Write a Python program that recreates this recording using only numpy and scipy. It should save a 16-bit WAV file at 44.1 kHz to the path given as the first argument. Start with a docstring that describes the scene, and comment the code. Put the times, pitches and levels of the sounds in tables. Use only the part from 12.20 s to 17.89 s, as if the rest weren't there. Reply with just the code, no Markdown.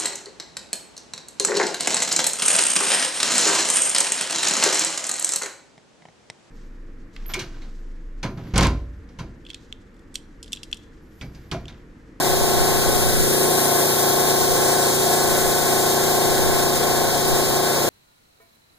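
"""A small piston compressor chugs in a workshop while a spray gun hisses, heard through a phone's two ports.
From the start crank-locked partials knock, loose parts rattle, valves tick and the chug turns rough by spells;
stray air rumbles early on. Near 1 s the knock fades for a moment and the lowest partials swell.
The gun's filtered noise then comes forward, sweeps from right to left along a steel panel and falls away,
over steady room hiss. One port is mixed in late and inverted, so the treble stays wide and hollow."""
import sys
import numpy as np
from scipy import signal
from scipy.fft import rfft, irfft
from scipy.io import wavfile
from scipy.ndimage import uniform_filter1d

SR = 44100
rng = np.random.default_rng(int(sys.argv[2]) if len(sys.argv) > 2 else 0)


def digitize_waveform(pressure):
    """Quantize a signal to 16-bit integers and store it at the path in sys.argv[1].

    Rows of a 2-D input are taken as channels; values are limited to [-1, 1].
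    """
    field = np.atleast_2d(pressure).T
    bounded = np.clip(field, -1, 1)
    quanta = np.round(bounded * 32767).astype(np.int16)
    wavfile.write(sys.argv[1], SR, quanta)


N = 250929
TIME = np.arange(N) / SR
FREQ = np.maximum(np.arange(N // 2 + 1) * SR / N, 1)

# Partials of the pump's knock: multiple of crank speed, relative level_db, left_minus_right_db, side_minus_mid_db
PUMP_PARTIALS = [(4, -42.5, 6, -4), (5, -36.6, 1, -4), (6, -40.9, 1, -8), (7, -48.7, -6, 4),
                 (8, -38.0, 2, -15), (9, -43.1, 3, -7), (10, -38.6, 5, 1), (11, -40.9, 6, -7),
                 (12, -32.4, 8, -6), (13, -29, -3, -17), (14, -29.4, 0, 5), (15, -33.8, 7, -2),
                 (16, -38.7, 4, -10), (17, -36.7, 7, 5), (18, -35.3, 4, -5), (19, -36.9, 2, -3),
                 (20, -41.8, -5, -6), (21, -39.7, 1, -7), (22, -44.6, 0, -7), (23, -39.2, -1, -6),
                 (24, -31.3, 6, -9), (25, -34.2, 5, -14), (26, -40, -4, -14), (27, -46.4, 3, -10),
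                 (28, -38.4, 0, -22), (29, -38.4, 3, -17), (30, -49.0, 2, -11), (31, -41.8, 2, -10),
                 (32, -39.6, 5, -14), (33, -46.1, 5, -14), (36, -44.1, -2, -16), (37, -36.5, 0, -21),
                 (38, -43.0, 3, -14), (39, -44.4, 3, -17), (41, -51.5, 0, -14), (47, -50, 0, -21),
                 (54, -52.5, 1, -14)]
# Where in a turn each octave of the knock peaks: lowest_multiple, highest_multiple, peak_turns
KNOCK_PEAKS = [(4, 10, .17), (11, 20, .93), (21, 33, .03), (34, 60, .1)]
# Whine of the electric motor: pitch_hz, relative level_db
MOTOR_WHINE = [(748.7, -40.5), (1497.4, -47)]
# Spectrum of the loose rattle: pitch_hz, relative density_db
RATTLE_SPECTRUM = [(90, -29), (130, -32), (200, -19), (290, 3.5), (350, -4), (480, 8), (565, 10),
                   (630, 0.5), (740, -3.5), (900, -3), (1200, -6), (1600, -6), (2000, -4), (2500, -9.5),
                   (4000, -54)]
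# Resonances of the housing: pitch_hz, width_hz, relative level_db
HOUSING_MODES = [(366, 26, -5.5), (719, 20.4, 5.5), (1044, 14, 1), (1495, 39, -2), (1564, 42, -6),
                 (1680, 17.5, -2)]
# Resonances of the valves: pitch_hz, width_hz, relative level_db
VALVE_MODES = [(3290, 70, 0), (3760, 200, 0), (4000, 60, -3), (4225, 45, 3), (4310, 40, -2), (5000, 75, 3),
               (5170, 55, 4.5)]
# Moments when the hum swells: centre_s, width_s, level_db
HUM_LIFTS = [(.7, 0.02, 4), (1.24, .16, 4)]
# Spells when the even chug turns rough: centre_s, width_s, roughness (0-1)
ROUGH_MOMENTS = [(.01, .04, .55), (.16, .045, .7), (.72, .06, .65), (.88, .06, .45), (1.29, .045, .8),
                 (1.46, .04, .75), (1.64, .07, .5), (2.07, .035, .35), (2.33, .08, 1), (2.66, .03, .7),
                 (2.85, .08, .7), (3.19, .06, .55), (3.42, .045, .8), (4.19, .055, .65), (4.57, .06, .65),
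                 (4.76, .035, .35), (4.95, .055, 1), (5.29, .055, .85), (5.62, .07, .9)]
# Brief dips of the pump's sound: centre_s, width_s, level_db before each layer's share
PUMP_DIPS = [(.18, 0.018, -2), (0.609, 0.026, -3), (.77, 0.021, -0.5), (1.74, 0.033, -3.2),
             (2.3, 0.023, -3.5), (2.76, 0.036, -5.5), (3.21, 0.015, -3.5), (3.44, 0.013, -1),
             (3.84, 0.019, -2.5), (4.57, 0.026, -3), (5.03, 0.025, -1.5), (5.27, 0.024, -4.5),
             (5.58, 0.035, -2)]
# Direct hiss of the nozzle: pitch_hz, relative density_db
NOZZLE_SPECTRUM = [(2900, -30), (3300, -9), (4000, -8), (5500, -2.5), (7000, -2.4), (8400, 1), (9600, .6),
                   (10800, -1.7), (12500, -.6), (14000, -.4), (15300, -2.1), (17000, -30)]
# Direct hiss as the gun is lifted into the open, then swept away: start_s, relative level_db
NOZZLE_EXPOSURE = [(0, -9.5), (.6, -5.2), (1.2, 2.5), (1.8, 2.9), (2.4, 3), (3, .7), (3.6, -2.5), (4.4, -7),
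                   (5.6, -14)]
# The gun's pass from right to left: start_s, right_port_lag_s
GUN_SWEEP = [(1.2, -.00009), (1.7, -.000072), (2.4, -.000043), (3, -.000023), (4.6, .000025), (5.6, .00006)]
# Hiss of the jet in the room: pitch_hz, relative density_db
ROOM_HISS_SPECTRUM = [(600, -1), (1500, -1.5), (2200, -2.7), (2550, -.6), (3050, -1.2), (4500, -.3),
                      (5500, -.4), (6400, 1.9), (7500, 1.2), (8200, 1.7), (9500, -.5), (10900, -1.7),
                      (12000, -1.2), (13300, -1.5), (15500, -2.9)]
# The left port gets more of the room's short waves: pitch_hz, left_minus_right_db
ROOM_HISS_BALANCE = [(3000, 0), (5000, .2), (6400, 1.3), (7600, 3.1), (8600, 3), (10900, .9), (12000, 3.2),
                     (13500, 4.6), (15300, 2.5)]
# Strength of the stray air on the ports: start_s, relative level_db
DRAUGHT_STRENGTH = [(0, -33), (.4, -24), (.85, -26), (1.2, -34), (1.75, -51), (2.25, -36), (3, -33),
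                    (3.6, -39), (4.2, -32), (4.6, -33), (5.68, -44)]
# Spectrum of its rumble: pitch_hz, relative density_db
RUMBLE_SPECTRUM = [(5, -8), (14, 6), (28, 10.5), (39, 0), (58, 0.5), (90, 0), (140, -22), (300, -77)]
# Likeness of the two ports before the comb: pitch_hz, relative likeness
PORT_LIKENESS = [(1900, .9), (2300, 1.), (3000, 1.), (3950, .87), (5000, .66), (5400, .85), (5800, .58),
                 (6700, .53), (8100, .5), (9400, .4), (10800, .3), (12200, .2), (15000, .3)]

CRANK_HZ = 28.884
HUM_DB, KNOCK_DB, RATTLE_DB = 0.5, 1.6, 4.5  # gain offsets between the dips
HUM_DIP_SHARE, RATTLE_DIP_SHARE = 0.28, 0.3  # of each dip's depth
RATTLE_FLICKER_DB, RATTLE_FLICKER_RATE = 1.5, 9  # spread, changes per s
ROUGH_LOSS_DB = -1.5  # what the hum and knock lose at full roughness
HUM_WAVER, ROUGH_WAVER = .04, .38  # depth in steady running, depth added at full roughness
FADE_S, FADE_WIDTH_S, FADE_DB = 1.03, 0.089, -6  # the knock fades for a moment
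# tilt among the partials: the lowest swell while the higher ones sink
BOOM_S, BOOM_WIDTH_S, BOOM_TILT_DB = 1.1, 0.28, 4
SLIP_S_PER_DB, SLIP_WIDTH_S = .00011, .05  # timing slip of the crank at each dip
# low clatter: gain in steady running, its rise at full roughness, and its upper edge
CALM_DB, FLARE_DB, FLARE_TOP_HZ = -6.5, 10.5, 1150
NOZZLE_DB, ROOM_HISS_DB = -27.4, -23  # rms, before exposure and flutter
# a broad peak in the direct hiss sinks during the pass; its pitch is given at mid-pass
MID_PASS_S, PEAK_HZ, PEAK_SAG_HZ_PER_S, PEAK_WIDTH_HZ, PEAK_DB = 2, 8480, 950, 610, 3
# right port: share of the left fed in late and inverted, treble loss per 10 kHz above 3 kHz, rise over time
CROSSFEED, RIGHT_SHADE_DB, RIGHT_RISE_DB_PER_S = .45, -5, .85
GUST_DB, GUST_RATE = -4, 4.94  # spread, changes per s
PORT_LAG_S, TOP_HZ = .000373, 15500


def compressor(turns, like):
    """Sum of hum, motor, rattle, housing and valves; all but the valves follow the pump's changing levels."""
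    hum_db, knock_db, rattle_db = pump_levels()
    # no two strokes are quite equally hard
    force = undb(.4 * walk(CRANK_HZ))
    knocking = force * hum(turns, hum_db, knock_db, rattle_db)
    whine = motor() * undb(knock_db)
    clatter = rattle(turns, like) * undb(rattle_db)
    clatter += housing(like) * undb(0.5 * knock_db + 0.47 * rattle_db)
    return knocking + whine + flare(clatter) + valves(turns, like)


def hum(turns, hum_db, knock_db, rattle_db):
    """Crank-locked partials make the repeating knock, each with its own place between the ports."""
    orders, dbs = np.transpose(PUMP_PARTIALS)[:2]
    orders = np.round(orders).astype(int)
    phases = knock_phases(orders, undb(dbs))
    tilt_db = BOOM_TILT_DB * bell(BOOM_S, BOOM_WIDTH_S)
    waver = churn()
    out = np.zeros((2, N))
    for order, phase, (_, db, left_db, side_db) in zip(orders, phases, PUMP_PARTIALS):
        shade_db = hum_db if order < 21 else knock_db if order < 42 else rattle_db
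        reach = min(order / 12, 1) ** 2  # the lowest partials stay steadier
        gain = undb(db + reach * shade_db + (0.5 - reach) * tilt_db)
        tone = np.exp(1j * (2 * np.pi * order * turns + phase))
        line = tone * wavering(reach * waver, rate=20) * gain
        # opposite phase turns set how much side the partial has
        spread = np.exp(np.array([[1j], [-1j]]) * np.arctan(undb(side_db)))
        ports = pan(left_db) * spread
        ports = ports / np.sqrt(np.mean(np.abs(ports) ** 2))
        out += np.sqrt(2) * (ports * line).real
    return out


def knock_phases(orders, gains, size=512, count=5):
    """The room scatters the partials' phases, yet each octave still swells once a turn."""
    phases = 2 * np.pi * rng.random(len(orders))
    for lowest, highest, peak in KNOCK_PEAKS:
        shape = stroke(np.arange(size) / size, peak, depth_db=3)
        own = (orders >= lowest) & (orders <= highest)
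        lines = np.zeros(size, complex)
        # shape the cycle's loudness, keep only the new phases, repeat
        for _ in range(count):
            lines[orders[own]] = gains[own] * np.exp(1j * phases[own])
            cycle = np.fft.ifft(lines)
            rounded = shape * cycle / np.abs(cycle) ** .7
            phases[own] = np.angle(np.fft.fft(rounded)[orders[own]])
    return phases


def motor(waver=0.72, waver_rate=14):
    """The motor whines unsteadily, out of step with the crank, and beats against its partials."""
    whine = np.zeros(N)
    for hz, db in MOTOR_WHINE:
        tone = np.exp(2j * np.pi * hz * TIME) * wavering(waver, waver_rate)
        whine += level(tone.real, db)
    return whine


def rattle(turns, like):
    """Loose parts make shaped noise that swells once a turn."""
    loose = port_noise(undb(over_hz(RATTLE_SPECTRUM)), like)
    return level(loose * stroke(turns, peak=0.54, depth_db=1.0), db=-33.3)


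def housing(like):
    """Noise rings the resonances of the housing."""
    return level(port_noise(ringing(HOUSING_MODES), like), db=-34.0)


def flare(clatter):
    """The low part of the clatter lies under the hum and flares up in rough spells; the top stays as it is."""
    lows = irfft(rfft(clatter) / (1 + (FREQ / FLARE_TOP_HZ) ** 10), N)
    return clatter - lows + lows * undb(CALM_DB + FLARE_DB * unrest())


def valves(turns, like):
    """The valves snap shut once a turn; air keeps them ringing in between."""
    snap = np.exp(-((turns - .91) % 1) / .08)
    return level(port_noise(ringing(VALVE_MODES), like) * (1 + 0.24 * snap), db=-31.5)


def crank_turns():
    """The flywheel keeps the crank nearly steady; around each dip the beat falls behind, then runs ahead."""
    ahead_s = np.zeros(N)
    for centre_s, _, db in PUMP_DIPS:
        swing = (TIME - centre_s) / SLIP_WIDTH_S * bell(centre_s, SLIP_WIDTH_S)
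        ahead_s += -db * SLIP_S_PER_DB * swing
    speed_hz = CRANK_HZ + .02 * walk(3)
    return np.cumsum(speed_hz) / SR + CRANK_HZ * ahead_s


def pump_levels():
    """Gains in dB of hum, knock and rattle: all dip together, hum and knock yield to roughness, the knock fades once."""
    dip_db = bells(PUMP_DIPS)
    rough_db = ROUGH_LOSS_DB * unrest()
    flicker_db = RATTLE_FLICKER_DB * walk(RATTLE_FLICKER_RATE)
    hum_db = HUM_DB + HUM_DIP_SHARE * dip_db + bells(HUM_LIFTS) + rough_db
    knock_db = KNOCK_DB + dip_db + FADE_DB * bell(FADE_S, FADE_WIDTH_S) + rough_db
    rattle_db = RATTLE_DB + RATTLE_DIP_SHARE * dip_db + flicker_db
    return hum_db, knock_db, rattle_db


def churn():
    """How much the partials waver: hardly at all in steady running, strongly in a rough spell."""
    return HUM_WAVER + ROUGH_WAVER * unrest()


def unrest():
    """How rough the pump sounds: near 0 in steady running, up to about 1 in a rough spell."""
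    return bells(ROUGH_MOMENTS)


def stroke(turns, peak, depth_db):
    """Gain round one turn, a cosine in dB that is greatest at the peak."""
    return undb(depth_db * np.cos(2 * np.pi * (turns - peak)))


def spray_gun(like, flutter_db=0.59):
    """A turbulent jet, direct and by way of the room; the paint feeds a little unevenly."""
    return (direct_hiss() + room_hiss(like)) * undb(flutter_db * walk(42))


def direct_hiss():
    """The nozzle heard directly: along the panel its peak sinks and the lag between the ports slides the colour."""
    noise = port_noise(undb(over_hz(NOZZLE_SPECTRUM)), 0)[0]
    hz, s, jet = signal.stft(noise, SR, nperseg=512)
    hz, since_s = hz[:, None], s - MID_PASS_S

    def late(lag_s):
        """A delay, as a phase turn at each frequency."""
        return np.exp(-2j * np.pi * hz * lag_s)

    peak_hz = PEAK_HZ - PEAK_SAG_HZ_PER_S * since_s
    left = jet * undb(PEAK_DB * bell(peak_hz, PEAK_WIDTH_HZ, at=hz))
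    shade_db = RIGHT_SHADE_DB * np.clip((hz - 3000) / 10000, 0, None)
    shade_db = shade_db + RIGHT_RISE_DB_PER_S * since_s
    comb = late(curve(GUN_SWEEP, at=s)) - CROSSFEED * late(PORT_LAG_S)
    right = left * comb * undb(shade_db)
    hiss = signal.istft(np.array([left, right]), SR, nperseg=512)[1][:, :N]
    return level(hiss, NOZZLE_DB) * undb(curve(NOZZLE_EXPOSURE))


def room_hiss(like):
    """The jet's hiss after many reflections: the same wherever the gun is."""
    jet = rfft(port_noise(undb(over_hz(ROOM_HISS_SPECTRUM)), like))
    return level(irfft(jet * pan(over_hz(ROOM_HISS_BALANCE)), N), ROOM_HISS_DB)


def draught(gain_db=3.0):
    """Gusts of stray air push the two ports in nearly opposite senses."""
    strength_db = curve(DRAUGHT_STRENGTH) + GUST_DB * walk(GUST_RATE) + gain_db
    return port_noise(undb(over_hz(RUMBLE_SPECTRUM)), -.96) * undb(strength_db)


def port_likeness(from_left=0.15, low_like=0.75):
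    """A late, inverted mix makes the ports agree and cancel by turns up the treble; the low mids are more alike."""
    turn = 2 * np.pi * FREQ * PORT_LAG_S
    lead = from_left * np.clip((FREQ - 5000) / 2500, 0, 1)
    comb = np.clip(1.12 * over_hz(PORT_LIKENESS) * np.cos(turn), -.99, .9998)
    low = np.clip((1500 - FREQ) / 300, 0, 1)
    return low * low_like + (1 - low) * (1j * lead * np.sin(turn) - comb)


def port_noise(gain, like):
    """Stereo noise with this gain and this complex likeness of right to left at each frequency."""
    left, other = rfft(rng.standard_normal((2, N)))
    right = like * left + np.sqrt(np.maximum(1 - np.abs(like) ** 2, 0)) * other
    return level(irfft(np.array([left, right]) * gain, N), 0)


def pan(left_db):
    """Gains of the two channels, from left minus right in dB."""
    return undb(np.array([[1], [-1]]) * left_db / 2)


def ringing(modes):
    """Gain of a few resonances side by side."""
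    power = 0
    for hz, width, db in modes:
        power = power + undb(2 * db) / (1 + ((FREQ - hz) / width) ** 2) ** 2
    return np.sqrt(power)


def wavering(depth, rate):
    """Complex gain of near-steady mean power that wanders in level and phase."""
    return (1 + depth * (walk(rate) + 1j * walk(rate))) / np.sqrt(1 + 2 * depth ** 2)


def walk(rate):
    """Smooth chance that changes about rate times a second; spread near 1."""
    coarse = uniform_filter1d(np.repeat(rng.standard_normal(320), 8), 8)
    return 1.2 * np.interp(TIME * rate, np.arange(len(coarse)) / 8, coarse)


def bell(centre, width, at=TIME):
    """A smooth rise to 1 and fall back."""
    return np.exp(-.5 * ((at - centre) / width) ** 2)


def bells(table):
    """Sum of bells in time, each scaled by its last column."""
    return sum(amount * bell(centre_s, width_s) for centre_s, width_s, amount in table)


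def curve(table, at=TIME):
    """Points joined by straight lines in time."""
    s, value = np.transpose(table)
    return np.interp(at, s, value)


def over_hz(points):
    """Points joined on a log-frequency axis."""
    hz, value = np.transpose(points)
    return np.interp(np.log(FREQ), np.log(hz), value)


def level(x, db):
    """Set the rms level."""
    return x * undb(db) / np.sqrt(np.mean(x ** 2))


def undb(db):
    """Decibels to gain."""
    return 10 ** (np.asarray(db) / 20)


def scene():
    """Compressor, gun and draught at the two ports."""
    like, turns = port_likeness(), crank_turns()
    # every stroke lifts the air pressure, and so the hiss, a little
    pressure = stroke(turns, peak=.88, depth_db=.5)
    return compressor(turns, like) + pressure * spray_gun(like) + draught()


def record(dry):
    """The phone cuts the top steeply."""
    return signal.sosfilt(signal.ellip(12, .1, 80, TOP_HZ, fs=SR, output="sos"), dry)


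dry = scene()
out = record(dry)
digitize_waveform(out)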